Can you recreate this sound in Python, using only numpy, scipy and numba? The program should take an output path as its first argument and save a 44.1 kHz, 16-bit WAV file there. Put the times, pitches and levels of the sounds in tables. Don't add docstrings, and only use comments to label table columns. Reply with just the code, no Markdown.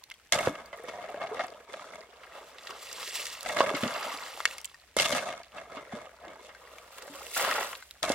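import sys
import numpy as np
from scipy import signal
from scipy.fft import rfft, irfft
from scipy.io import wavfile
from numba import njit

SR = 44100
rng = np.random.default_rng(int(sys.argv[2]) if len(sys.argv) > 2 else 0)


def bounce(signal):
    frames = np.transpose(np.atleast_2d(signal))
    limited = np.clip(frames, -1, 1)
    pcm = np.round(limited * 32767).astype(np.int16)
    wavfile.write(sys.argv[1], SR, pcm)


N = 358974
T = np.arange(N) / SR

# time in seconds, hold in seconds, grinding level in dB
# before trims, treble relative to that in dB, centre of the lowest pair of blade modes in Hz.
THRUST_STROKES = [(0.323, 0.14, -32, -9, 626), (3.451, 0.45, -41, -4.5, 570),
                  (4.967, 0.21, -34.5, -1.5, 605), (8.027, 0.15, -33, -9.5, 640)]
# time in seconds, hold in seconds, grinding level in dB
# before trims, treble relative to that in dB, centre of the lowest pair of blade modes in Hz.
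PUSH_STROKES = [(0.595, 0.01, -46.5, -19, 600), (0.794, 0.056, -56, -7, 586), (0.887, 0.018, -44, -12, 607),
                (0.986, 0.34, -44.5, -19.5, 644), (1.191, 0.047, -38.5, -24, 663),
                (1.36, 0.087, -41.5, -13.5, 692), (1.742, 0.13, -47.5, -7.5, 598),
                (1.935, 0.029, -47, -13, 622), (3.598, 0.03, -29, -33, 573), (5.25, 0.06, -37, -12.5, 624),
                (5.571, 0.013, -42, -17, 633), (5.738, 0.0098, -44, -16, 598),
                (5.931, 0.064, -42, -15, 612), (6.257, 0.028, -44.5, -30, 614),
                (6.43, 0.023, -62.5, 4.5, 550)]
# time in seconds, pouring time in seconds, slosh level in dB,
# spray level in dB, fizz relative to the spray in dB, side part relative to the spray in dB.
TIPPED_LOADS = [(3.796, 0.75, -38.5, -43, -8.5, -20), (7.369, 0.23, -36, -44, 1.5, 5.5)]

THRUST_ATTACK_S, THRUST_SLOPE_DB_PER_S, THRUST_RELEASE_DB_PER_S = 0.0021, 9, 178
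PUSH_ATTACK_S, PUSH_SLOPE_DB_PER_S, PUSH_RELEASE_DB_PER_S = 0.063, -26.5, 136
TIP_ATTACK_S = 0.0089


def grinding(low_hz, slip_db=2.5, level_db=-1, treble_db=-0.5, chip_db=-14, stone_db=-14, creep_db=-5,
             creep_treble_db=-14, sunk_db=-1, muffle_hz=1400, sunk_top_hz=7500, sink_db_per_s=25.5):
    slips = undb(slip_db * walk(rate=70))
    steel = unit(blade(clicks(rate=1300, spread_db=3.5), low_hz, low_db=11))
    chips = cloud(1950, 10400, cycles=35, spread_db=12.0, glide=0, count=4000)
    stones = cloud(1100, 4200, cycles=16, spread_db=5, glide=0, count=1400)
    grind = (steel + undb(chip_db) * chips + undb(stone_db) * stones) * slips
    body = unit(cut(grind, 1850, "low", order=3))
    edge = unit(cut(grind, 1840, "high", order=3))

    thrusts = 0
    for s, hold, db, treble, _ in THRUST_STROKES:
        stroke = effort(s, hold, THRUST_ATTACK_S, THRUST_SLOPE_DB_PER_S, THRUST_RELEASE_DB_PER_S)
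        edge_db = treble_db + treble - sink_db_per_s * np.maximum(T - s, 0)
        thrusts += undb(db) * stroke * (undb(level_db) * body + edge * undb(edge_db))

    body_gain = undb(creep_db) * wading()
    edge_gain = undb(creep_treble_db) * body_gain
    for s, hold, db, treble, _ in PUSH_STROKES:
        stroke = undb(db) * effort(s, hold, PUSH_ATTACK_S, PUSH_SLOPE_DB_PER_S, PUSH_RELEASE_DB_PER_S)
        body_gain = np.hypot(body_gain, stroke)
        edge_gain = np.hypot(edge_gain, stroke * undb(treble))
    sunk_body = unit(cut(cut(body, muffle_hz, "low", order=1), 185, "high", order=1))
    sunk_edge = unit(cut(edge, sunk_top_hz, "low", order=1))
    return thrusts + undb(sunk_db) * (sunk_body * body_gain + sunk_edge * edge_gain)


def bites(level_db=-1, stone_db=-7, contact=0.6, size=8192):
    # time in seconds, peak in dB before the shared trim, top of the crunch in Hz, time in
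    # seconds for 30 dB of fading, centre of the lowest pair of blade modes in Hz, its strength in dB.
    bite_rows = [(0.3229, -9.5, 9800, 0.0073, 644, 20), (0.33, -14.5, 4400, 0.034, 624, 14),
                 (0.347, -19, 2400, .02, 630, 27), (0.386, -19.5, 2000, 0.018, 630, 14),
                 (0.428, -30, 2400, .015, 660, 13), (0.459, -28, 5000, 0.029, 610, 19),
                 (0.553, -33, 3050, .014, 565, 2), (0.728, -29, 1760, 0.047, 608, 15),
                 (0.89, -31.5, 2380, 0.02, 594, 6), (1.039, -31, 2200, 0.032, 603, 20),
                 (1.086, -31.5, 2000, 0.032, 694, 20), (1.214, -24, 1680, 0.06, 744, 13),
                 (1.270, -31, 2740, 0.019, 554, 16), (1.366, -30, 1790, 0.055, 610, 17),
                 (1.393, -17, 1900, 0.035, 686, 18), (1.405, -24, 2170, .018, 685, 8),
                 (1.439, -28.5, 1670, 0.053, 670, 14), (1.738, -26, 1660, 0.011, 602, 9),
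                 (3.4596, -22, 2620, 0.019, 717, 16.5), (3.493, -21.5, 2010, 0.03, 663, 23),
                 (3.5658, -20.5, 3040, 0.022, 540, 12), (3.586, -19, 3200, 0.015, 575, -4),
                 (3.598, -23, 5500, 0.0053, 580, 0), (3.661, -23.5, 2410, 0.012, 470, 15),
                 (3.6914, -19, 2840, 0.0097, 493, 10), (3.748, -23, 3270, 0.039, 560, -5),
                 (3.834, -19.5, 3040, 0.01, 650, 21), (3.877, -24, 4470, 0.0079, 550, 2),
                 (3.959, -26.5, 2570, 0.014, 650, 20), (4.029, -27, 4500, 0.0051, 619, -2),
                 (4.4538, -11, 4300, 0.0045, 600, -6), (4.582, -29, 10400, 0.0032, 580, -10),
                 (4.986, -14, 6400, 0.018, 564, -4), (4.998, -10.5, 3800, 0.013, 520, 7),
                 (5.016, -23, 3650, 0.0074, 600, 0), (5.026, -18.5, 4800, 0.016, 614, -6),
                 (5.045, -19, 4870, .011, 573, -1), (5.057, -16.5, 4500, 0.0097, 574, -2),
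                 (5.124, -17, 4050, 0.05, 620, 18), (5.148, -20.5, 3040, 0.057, 656, 22),
                 (5.18, -22, 3280, 0.059, 660, 13), (5.279, -33, 2000, 0.034, 653, 28),
                 (5.337, -30, 1990, 0.016, 613, 19), (5.581, -28.5, 2010, 0.017, 684, 11),
                 (5.769, -30.5, 1490, 0.064, 590, 5), (6.250, -38, 1110, 0.022, 623, 14),
                 (6.281, -39, 3000, 0.011, 635, -5), (6.491, -39, 1790, 0.062, 630, 7),
                 (8.029, -19.5, 9600, 0.005, 660, 8), (8.038, -23.5, 2200, .035, 690, 15),
                 (8.093, -25, 10100, 0.017, 658, 10), (8.118, -23.5, 9100, 0.014, 640, 12)]
    out = np.zeros((2, N))
    for s, db, bright_hz, length, low_hz, ring_db in bite_rows:
        decay = np.exp(-np.log(1000) * T[:size] / (2 * length))
        force = clicks(rate=18000, spread_db=3.0, size=size) * decay
        force[0, 0] += contact
        force = cut(cut(force, bright_hz, "low"), bright_hz / 4, "high", order=1)
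        crunch = blade(force, np.full(size, float(low_hz)), ring_db)
        pushed_stones = clatter(0.84 * bright_hz, length, count=8)
        hit = crunch / np.abs(crunch[0]).max() + undb(stone_db) * pushed_stones
        add(out, s, hit * undb(db + level_db) / np.abs(hit[0]).max())
    return out


def blade(force, low_hz, low_db, low_width_hz=150.0, split=0.085):
    # middle pitch in Hz, width in Hz, level in dB.
    upper_modes = [(1052, 40, -3), (1275, 91, 7.5), (1510, 60, 3), (1704, 160, 4.5), (2084, 97, 8),
                   (2206, 56, 10), (2717, 110, 3.5), (3136, 260, 1), (3660, 93, -2), (7380, 320, -3.5)]
    # pitch in Hz, level in dB.
    gravel_colour = [(30, -69.5), (80, -9.5), (220, -5.5), (350, -6.5), (620, -1.5), (900, -4.5),
                     (1200, -5.5), (2000, -3.5), (4000, -4), (8000, -7.5), (12000, -14.5), (16000, -32.5)]
    size = len(low_hz)
    contact_rate = 40

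    def drift():
        return 1 + 0.025 * walk(contact_rate, size)

    def struck():
        return force * undb(3.5 * (walk(contact_rate, size) - 1.5))

    out = colour(plate(force), gravel_colour)
    for sign in (-1, 1):
        centre = low_hz * (1 + sign * split) * drift()
        once = resonate(struck(), centre, low_width_hz)
        out += sign * undb(low_db) * resonate(once, centre, low_width_hz)
    for k, (hz, width, db) in enumerate(upper_modes):
        out += (-1) ** k * undb(db) * resonate(struck(), hz * drift(), float(width))
    return out


def knocks(second=1.35, second_db=-5, third=2.62, third_db=-8, crack_db=-11, level_db=0, size=4096):
    # time in seconds, peak in dB, pitch in Hz, time to fade by 60 dB in seconds.
    knock_rows = [(0.039, -31.5, 4300, 0.0057), (0.101, -31.5, 3480, 0.0041), (0.116, -28.5, 2140, 0.011),
                  (0.140, -43, 3230, 0.034), (0.199, -47, 1510, .012), (0.473, -11, 523, 0.028),
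                  (0.659, -40.5, 4600, .023), (0.797, -37, 461, 0.15), (0.837, -41.5, 9500, .012),
                  (0.84, -33.5, 500, 0.11), (0.937, -33, 710, 0.16), (0.963, -39, 745, 0.057),
                  (0.986, -33, 710, 0.16), (1.144, -25, 585, 0.064), (1.468, -38, 8200, 0.0046),
                  (1.795, -32, 1220, 0.024), (1.821, -37.5, 1030, 0.047), (1.843, -36, 1280, 0.019),
                  (2.384, -34, 810, 0.034), (2.7067, -32.5, 1070, 0.019), (3.030, -28.5, 1200, 0.012),
                  (3.077, -25, 4000, .005), (3.374, -37, 1330, 0.026), (3.4084, -26.5, 4300, 0.0068),
                  (3.6055, -9, 620, 0.01), (3.606, -11, 1100, 0.058), (3.614, -15, 1250, 0.026),
                  (3.637, -38.5, 1590, 0.017), (4.375, -32, 815, 0.031), (4.404, -18.5, 1240, 0.0068),
                  (4.4545, -5, 1840, 0.0085), (4.511, -28, 2680, 0.0064), (4.615, -32, 5940, 0.0016),
                  (4.645, -25.5, 8200, 0.013), (4.655, -21.5, 7300, 0.0049), (4.744, -38, 1850, 0.032),
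                  (4.967, -14.5, 590, 0.009), (5.402, -36.5, 684, 0.062), (5.543, -47, 570, 0.036),
                  (5.726, -45, 496, .04), (5.924, -31.5, 765, 0.052), (6.412, -42, 450, .05),
                  (6.549, -38.5, 1570, 0.051), (6.652, -43.5, 1100, 0.056), (6.7843, -33, 2330, 0.013),
                  (7.021, -37, 1400, 0.024), (7.03, -42, 484, 0.041), (7.078, -37, 576, 0.079),
                  (7.08, -39, 1540, .03), (7.149, -39.5, 553, 0.34), (7.151, -38, 1100, 0.055),
                  (7.208, -37, 820, 0.055), (7.231, -36, 2390, 0.012), (7.267, -26.5, 2900, 0.0042),
                  (7.267, -43, 483, 0.12), (7.336, -31, 3600, 0.008), (7.448, -14, 1210, 0.014),
                  (7.513, -15.5, 1860, 0.0073), (7.629, -21, 1960, .01), (7.768, -45.5, 536, 0.078),
                  (7.825, -35, 1525, 0.049), (7.91, -27, 3820, 0.0055), (8.1018, -14.5, 570, 0.041)]
    out, t = np.zeros((2, N)), T[:size]
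    for (s, db, hz, t60), side in zip(knock_rows, rng.choice([-1, 1], len(knock_rows))):
        decay = np.exp(-np.log(1000) * t / t60)
        phase = 2 * np.pi * hz * t
        ring = decay * np.sin(phase)
        ring += undb(second_db) * decay ** 2 * np.sin(second * phase)
        ring += undb(third_db) * decay ** 3 * np.sin(third * phase)
        crack = cut(rng.standard_normal((2, size)) * decay, 4.0 * hz, "low", order=3)
        hit = np.outer([1, 0.53 * side], ring) + undb(crack_db) * crack
        hit = cut(hit, 0.51 * hz, "high")
        add(out, s, hit * undb(db + level_db) / np.abs(hit[0]).max())
    return out


def lumps(level_db=0):
    # time in seconds, peak in dB, middle pitch of the pebbles in Hz, scatter time in seconds.
    lump_rows = [(0.035, -45, 3020, .012), (0.112, -30.5, 3200, .012), (2.234, -35, 1800, 0.024),
                 (2.35, -38, 744, 0.043), (2.419, -43, 850, 0.015), (2.583, -33.5, 2190, 0.0049),
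                 (2.67, -27.5, 4000, .008), (2.706, -33, 5070, 0.0037), (2.928, -26.5, 7100, 0.0037),
                 (3.029, -28.5, 3600, 0.0061), (3.254, -23, 4240, 0.0078), (3.268, -22, 4800, 0.0046),
                 (3.329, -35, 5500, 0.0074), (3.43, -28.5, 6500, 0.003), (4.582, -28, 4020, .003),
                 (4.646, -28.5, 2930, .006), (5.575, -36, 2580, .015), (5.762, -35.5, 2800, .015),
                 (7.023, -31.5, 6000, 0.0066), (7.138, -36.5, 1650, 0.021), (7.25, -43, 2500, .03),
                 (7.348, -24, 3350, .015), (7.365, -22.5, 1670, .012), (7.396, -20.5, 1440, 0.014),
                 (7.465, -24, 2610, 0.009), (7.476, -25, 895, 0.011), (7.52, -22, 2020, .014),
                 (7.558, -30, 1090, 0.011), (7.582, -20.5, 1190, .016), (7.61, -28.5, 900, 0.0048),
                 (7.645, -30.5, 1230, .008), (7.731, -26.5, 1460, 0.011), (7.752, -30.5, 3500, .008)]
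    out = np.zeros((2, N))
    for s, db, hz, length in lump_rows:
        add(out, s, undb(db + level_db) * clatter(hz, length))
    return out


def clatter(hz, length, count=16, octaves=0.53, cycles=10, spread_db=4, size=8192):
    when, damping, side = rng.random((count, 3)).T
    pitch, loud = rng.standard_normal((count, 2)).T
    when = (when - when.min()) ** 1.5
    pitches = np.minimum(hz * 2 ** (octaves * pitch), SR / 3)
    gain = undb(spread_db * loud) * np.exp(-when) * (-1) ** np.arange(count)
    t60 = cycles * (0.5 + damping) / pitches
    rows = np.transpose([when * length, gain, 2 * side - 1, pitches, t60])
    hit = cut(rings(rows, 0.0)[:, :size], hz / 2, "high")
    return hit / np.abs(hit[0]).max()


def pebbles_shift(stroke_db=-17, wash_db=-18, settle_db=40):
    ticks = unit(plate(cloud(1000, 5000, cycles=11, spread_db=4.5, glide=0, count=520), t60=0.006))
    stirred = [undb(db + stroke_db) * envelope(s, hold, PUSH_ATTACK_S, 0, settle_db)
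               for s, hold, db, *_ in PUSH_STROKES]
    washed = [undb(db + wash_db) * envelope(s, length, TIP_ATTACK_S, 0, settle_db)
              for s, length, db, *_ in TIPPED_LOADS]
    return ticks * np.max(stirred + washed, axis=0)


def thuds(level_db=-23, top_hz=75, release_db=60):
    rumble = unit(cut(cut(rng.standard_normal((2, N)), top_hz, "low"), 41, "high"))
    return rumble * sum(undb(db + level_db) * envelope(s, 0, THRUST_ATTACK_S, 0, release_db)
                        for s, _, db, *_ in THRUST_STROKES)


def gulps(level_db=-1, glide=0.22, churn_db=5, size=8192):
    # time in seconds, peak in dB before the shared trim, starting pitch in Hz,
    # time for the ring to fade by 60 dB in seconds.
    gulp_rows = [(0.359, -28.5, 219, 0.014), (0.473, -22, 208, 0.022), (0.493, -29, 270, 0.099),
                 (1.314, -27, 416, 0.12), (2.696, -42, 353, 0.056), (3.711, -22.5, 388, 0.054),
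                 (3.741, -23.5, 260, 0.054), (3.832, -20.5, 217, 0.06), (3.86, -26, 217, 0.05),
                 (4.058, -47, 238, 0.17), (4.139, -42.5, 270, 0.11), (4.967, -41, 238, 0.18),
                 (5.132, -28.5, 241, 0.12), (5.768, -38, 267, 0.13), (5.935, -30, 213, 0.085),
                 (6.27, -43, 320, 0.14), (7.097, -42.5, 273, 0.25), (7.41, -25, 497, 0.1),
                 (8.101, -23, 256, 0.039)]
    out, t = np.zeros((2, N)), T[:size]
    for s, db, hz, t60 in gulp_rows:
        churn = rng.standard_normal((2, size)) * np.exp(-np.log(1000) * t / (2 * t60))
        churn = cut(churn, 2.17 * hz, "low", order=4)
        climbing = np.sin(2 * np.pi * hz * t * (1 + glide * t / t60))
        ring = np.exp(-np.log(1000) * t / t60) * climbing
        gulp = np.outer([1, 0], ring) + undb(churn_db) * churn
        gulp = cut(gulp, hz * hz / 420, "high", order=3)
        add(out, s, gulp * undb(db + level_db) / np.abs(gulp[0]).max())
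    return out


def glugs(stir_db=1.5, large_db=-4, small_db=-6.0):
    large = cloud(390, 700, cycles=28, spread_db=3.0, glide=0.2, count=700)
    small = cloud(760, 2200, cycles=32, spread_db=4.0, glide=0.2, count=480)
    bursts = undb(stir_db * walk(rate=8.7))
    return (undb(large_db) * large + undb(small_db) * small) * bursts * wading()


def droplets(level_db=-28, low_hz=5000, top_hz=11000):
    ticks = plate(clicks(rate=45, spread_db=3.5), t60=0.008)
    return undb(level_db) * unit(cut(cut(ticks, low_hz, "high"), top_hz, "low")) * wading()


def wading(attack_s=0.078, release_db_per_s=80):
    # start in seconds, end in seconds, level in dB before each sound's own trim.
    wade_rows = [(0.756, 1.593, -49.5), (1.72, 2.073, -55), (2.216, 3.214, -56), (5.602, 6.077, -53),
                 (6.257, 6.823, -56), (7.037, 7.33, -54)]
    return sum(undb(db) * envelope(s, end - s, attack_s, 0, release_db_per_s) for s, end, db in wade_rows)


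def spills(bubble_db=-5, plop_db=-5, splat_db=-6, spray_db=-4, grit_db=-2, surge_db=5, lap_db=3.5,
           patter_db=1.0):
    # pitch in Hz, level in dB.
    slosh_colour = [(40, -50), (110, -22), (190, -13.5), (330, -19.5), (520, -5.5), (850, -2.5),
                    (1200, 4.5), (2200, -7), (3200, -3), (6000, -25), (16000, -56.5)]
    # pitch in Hz, level in dB.
    spray_colour = [(500, -109), (1800, -4.5), (3200, -0.5), (5000, 1), (6500, -1.5), (7500, 1.5),
                    (10000, -5.5), (11700, -4), (16000, -8.5)]
    drops = clicks(rate=6000, spread_db=3.0) * undb(surge_db * walk(rate=64))
    froth = cloud(241.0, 5080, cycles=15.0, spread_db=0.0, glide=0.24, count=8000)
    froth = unit(colour(froth, slosh_colour))
    plops = cloud(450, 2800, cycles=26, spread_db=3, glide=0.25, count=1800)
    grit = cloud(1304, 14250, cycles=18, spread_db=3.5, glide=0, count=24000)
    grit = unit(colour(grit, spray_colour))
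    slosh = undb(splat_db) * unit(colour(drops, slosh_colour))
    slosh += undb(bubble_db) * froth + undb(plop_db) * plops
    spray = undb(spray_db) * unit(colour(drops, spray_colour)) + undb(grit_db) * grit
    fizz = 0.36 * cloud(8500, 13000, cycles=50, spread_db=13.0, glide=0, count=20000)
    slosh_gain, spray_gain, side_gain, fizz_gain = water_flow()
    laps = undb(lap_db * walk(rate=11))
    patter = undb(patter_db * walk(rate=20))
    flying = spray * [spray_gain, side_gain] + fizz * fizz_gain
    return slosh * laps * slosh_gain + flying * patter


def water_flow():
    # time in seconds, length in seconds,
    # final slosh level in dB, final spray level in dB, fizz relative to the spray in dB,
    # side part relative to the spray in dB.
    sweep_rows = [(2.211, 0.25, -51, -59, -21, -8), (2.651, 0.54, -44.5, -39, -17, -15),
                  (6.575, 0.74, -52.5, -51.5, -3, 2.5)]
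    sweep_attack_s, sweep_release = 0.15, 50
    slosh_swell, spray_swell = 9.5, 28.5
    slosh_slope, spray_slope = -14, -9.5
    drain, drip = 113, 65
    spray_lead_s = 0.028
    flows = []
    for s, length, slosh_db, spray_db, fizz_db, side_db in sweep_rows:
        slosh = envelope(s, length, sweep_attack_s, slosh_swell, sweep_release)
        slosh = undb(slosh_db - slosh_swell * length) * slosh
        spray = envelope(s, length, sweep_attack_s, spray_swell, sweep_release)
        spray = undb(spray_db - spray_swell * length) * spray
        flows.append([slosh, spray, undb(side_db) * spray, undb(fizz_db) * spray])
    for s, length, slosh_db, spray_db, fizz_db, side_db in TIPPED_LOADS:
        slosh = undb(slosh_db) * envelope(s, length, TIP_ATTACK_S, slosh_slope, drain)
        spray = undb(spray_db) * envelope(s - spray_lead_s, length, TIP_ATTACK_S, spray_slope, drip)
        flows.append([slosh, spray, undb(side_db) * spray, undb(fizz_db) * spray])
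    return np.linalg.norm(flows, axis=0)


def pour(spread_db=2.0, clump_db=4.5, slope_db_per_s=-18.5, release_db_per_s=145):
    # time in seconds, pouring time in seconds, level in dB.
    pour_event = (7.364, 0.26, -33)
    # pitch in Hz, level in dB.
    fines_colour = [(100, -18.5), (350, -12), (600, 1), (950, -8), (1350, 2.5), (2000, -4.5), (3200, -7.5),
                    (5500, -23), (16000, -31)]
    s, length, db = pour_event
    grains = clicks(rate=9700, spread_db=spread_db) * undb(clump_db * walk(rate=43))
    grains = unit(colour(grains, fines_colour))
    return undb(db) * grains * envelope(s, length, TIP_ATTACK_S, slope_db_per_s, release_db_per_s)


def pebbles_drop(level_db=-9, spread_db=5.0):
    ticks = plate(cloud(1500, 7000, cycles=15, spread_db=spread_db, glide=0, count=380), t60=0.0063)
    spray_gain = water_flow()[1]
    return undb(level_db) * unit(ticks) * spray_gain


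def stream(rush_db=-65.0, trickle_db=-69, hum_db=-74, hum_hz=64.6):
    # pitch in Hz, level in dB.
    stream_colour = [(25, -3), (60, 14.5), (120, 5), (300, 1), (600, 5.5), (1000, -2), (2200, 6),
                     (4000, -2.5), (8000, -8), (16000, -18)]
    rush = unit(colour(clicks(rate=9000, spread_db=4.0), stream_colour)) * undb(1.1 * walk(rate=3.2))
    trickle = cloud(600, 6000, cycles=24, spread_db=3.5, glide=0.15, count=900)
    hum = np.sqrt(2) * np.sin(2 * np.pi * hum_hz * T + 0.16 * walk(rate=2.9))
    hum *= np.interp(T, [0, 3, 8], [0.3, 0.7, 1.3])
    return undb(rush_db) * rush + undb(trickle_db) * trickle + np.outer([undb(hum_db), 0], hum)


def scatter(x, t60, db, top_hz, delay):
    decay = fade(t60)
    noise = rng.standard_normal((2, 2 * SR))[:, :len(decay)]
    echo = unit(cut(noise, top_hz, "low", order=1) * decay) / np.sqrt(len(decay))
    echo = np.pad(echo, ((0, 0), (int(delay * SR), 0)))
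    return undb(db) * signal.oaconvolve(x[:1], echo)[:, :N]


def envelope(s, hold, attack, slope_db, release_db):
    age = T - s
    rise = np.clip(1 + age / attack, 0, 1)
    return rise * undb(slope_db * np.clip(age, 0, hold) - release_db * np.maximum(age - hold, 0))


def effort(s, hold, attack, slope_db, release_db, settle_db=-14.5, settle_db_per_s=78):
    stroke = envelope(s, hold, attack, slope_db, release_db)
    settling = undb(settle_db) * envelope(s, hold, attack, slope_db, settle_db_per_s)
    return np.maximum(stroke, settling)


def clicks(rate, spread_db, size=N):
    present = rng.random(size) < rate / SR
    loud_db = spread_db * np.minimum(rng.exponential(size=size), 4.5)
    force = present * undb(loud_db) * rng.choice([-1, 1], size)
    return np.array([force, force * rng.standard_normal(size)])


def cloud(low_hz, high_hz, cycles, spread_db, glide, count):
    when, pitch, loud, damping, side = rng.random((count, 5)).T
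    hz = low_hz * (high_hz / low_hz) ** pitch
    gain = undb(-spread_db * np.log(loud + 0.043)) * (-1) ** np.arange(count)
    t60 = cycles * (0.5 + damping) / hz
    rows = np.transpose([when * N / SR, gain, np.sqrt(3) * (2 * side - 1), hz, t60])
    return unit(cut(rings(rows, float(glide)), low_hz, "high"))


@njit
def rings(rows, glide):
    out = np.zeros((2, N))
    for s, gain, side, hz, t60 in rows:
        start, length = int(s * SR), int(t60 * SR)
        z = gain + 0j
        turn = np.exp((2j * np.pi * hz - np.log(1000) / t60) / SR)
        climb = np.exp(2j * np.pi * hz * glide / (t60 * SR * SR))
        for i in range(max(start, 0), min(start + length, N)):
            out[0, i] += z.imag
            out[1, i] += z.imag * side
            z, turn = z * turn, turn * climb
    return out


def plate(force, t60=0.01, size=1024):
    ring = rng.standard_normal(size) * np.exp(-np.log(1000) * T[:size] / t60)
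    spectrum = rfft(ring)
    flat = irfft(spectrum / np.abs(spectrum))
    return signal.oaconvolve(force, flat[None])[:, :force.shape[1]]


@njit
def resonate(x, hz, width):
    y = np.empty_like(x)
    for c in range(2):
        band, low = 0.0, 0.0
        for i in range(x.shape[1]):
            g, k = np.tan(np.pi * hz[i] / SR), width / hz[i]
            v = (band + g * (x[c, i] + 1e-18 - low)) / (1 + g * (g + k))
            band, low, y[c, i] = 2 * v - band, low + 2 * g * v, k * v
    return y


def colour(x, points, size=2048):
    hz, db = np.transpose(points)
    grid = np.linspace(1, SR / 2, size + 1)
    cepstrum = irfft(np.log(undb(np.interp(np.log(grid), np.log(hz), db))))
    cepstrum[1:size] *= 2
    cepstrum[size + 1:] = 0
    response = irfft(np.exp(rfft(cepstrum)))[None, :size]
    return signal.oaconvolve(x, response)[:, :x.shape[1]]


def cut(x, hz, kind, order=2):
    return signal.sosfilt(signal.butter(order, min(hz, SR / 2 - 1), kind, fs=SR, output="sos"), x)


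def walk(rate, size=N):
    return np.interp(T[:size] * rate, np.arange(4096), rng.standard_normal(4096))


def undb(db):
    return 10 ** (np.asarray(db) / 20)


def unit(x):
    return x / np.sqrt(np.mean(x[0] ** 2))


def fade(t60):
    return np.exp(-np.log(1000) * T[:int(t60 * SR) + 2] / t60)


def add(out, s, x):
    i = max(int(s * SR), 0)
    out[:, i:i + x.shape[1]] += x[:, :max(N - i, 0)]


def scene():
    # pitch in Hz, gain of the side signal in dB.
    width_colour = [(60, -15), (300, -13), (700, -12), (1400, -7.5), (2400, -5.5), (4400, -0.5), (8000, 4),
                    (15000, 3.5)]
    s, hold, _, _, hz = np.transpose(sorted(THRUST_STROKES + PUSH_STROKES))
    low_hz = np.interp(T, s + hold / 2, hz)
    direct = grinding(low_hz) + bites() + knocks() + lumps() + pebbles_shift() + thuds()
    direct += gulps() + glugs() + droplets() + spills() + pour() + pebbles_drop()
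    fine = cut(direct, 1200, "high")
    pebbles = scatter(fine, t60=0.03, db=-14, top_hz=7000, delay=0.001)
    bank = scatter(direct, t60=0.35, db=-31, top_hz=3000, delay=0.02)
    mid, side = direct + pebbles + bank + stream()
    lean = 0.078
    side = colour((side - lean * mid)[None], width_colour)[0]
    return np.array([np.roll(mid + side, 1), mid - side])


def record(dry):
    return signal.sosfilt(signal.ellip(10, 0.2, 70, 16100, fs=SR, output="sos"), dry)


dry = scene()
out = record(dry)
bounce(out)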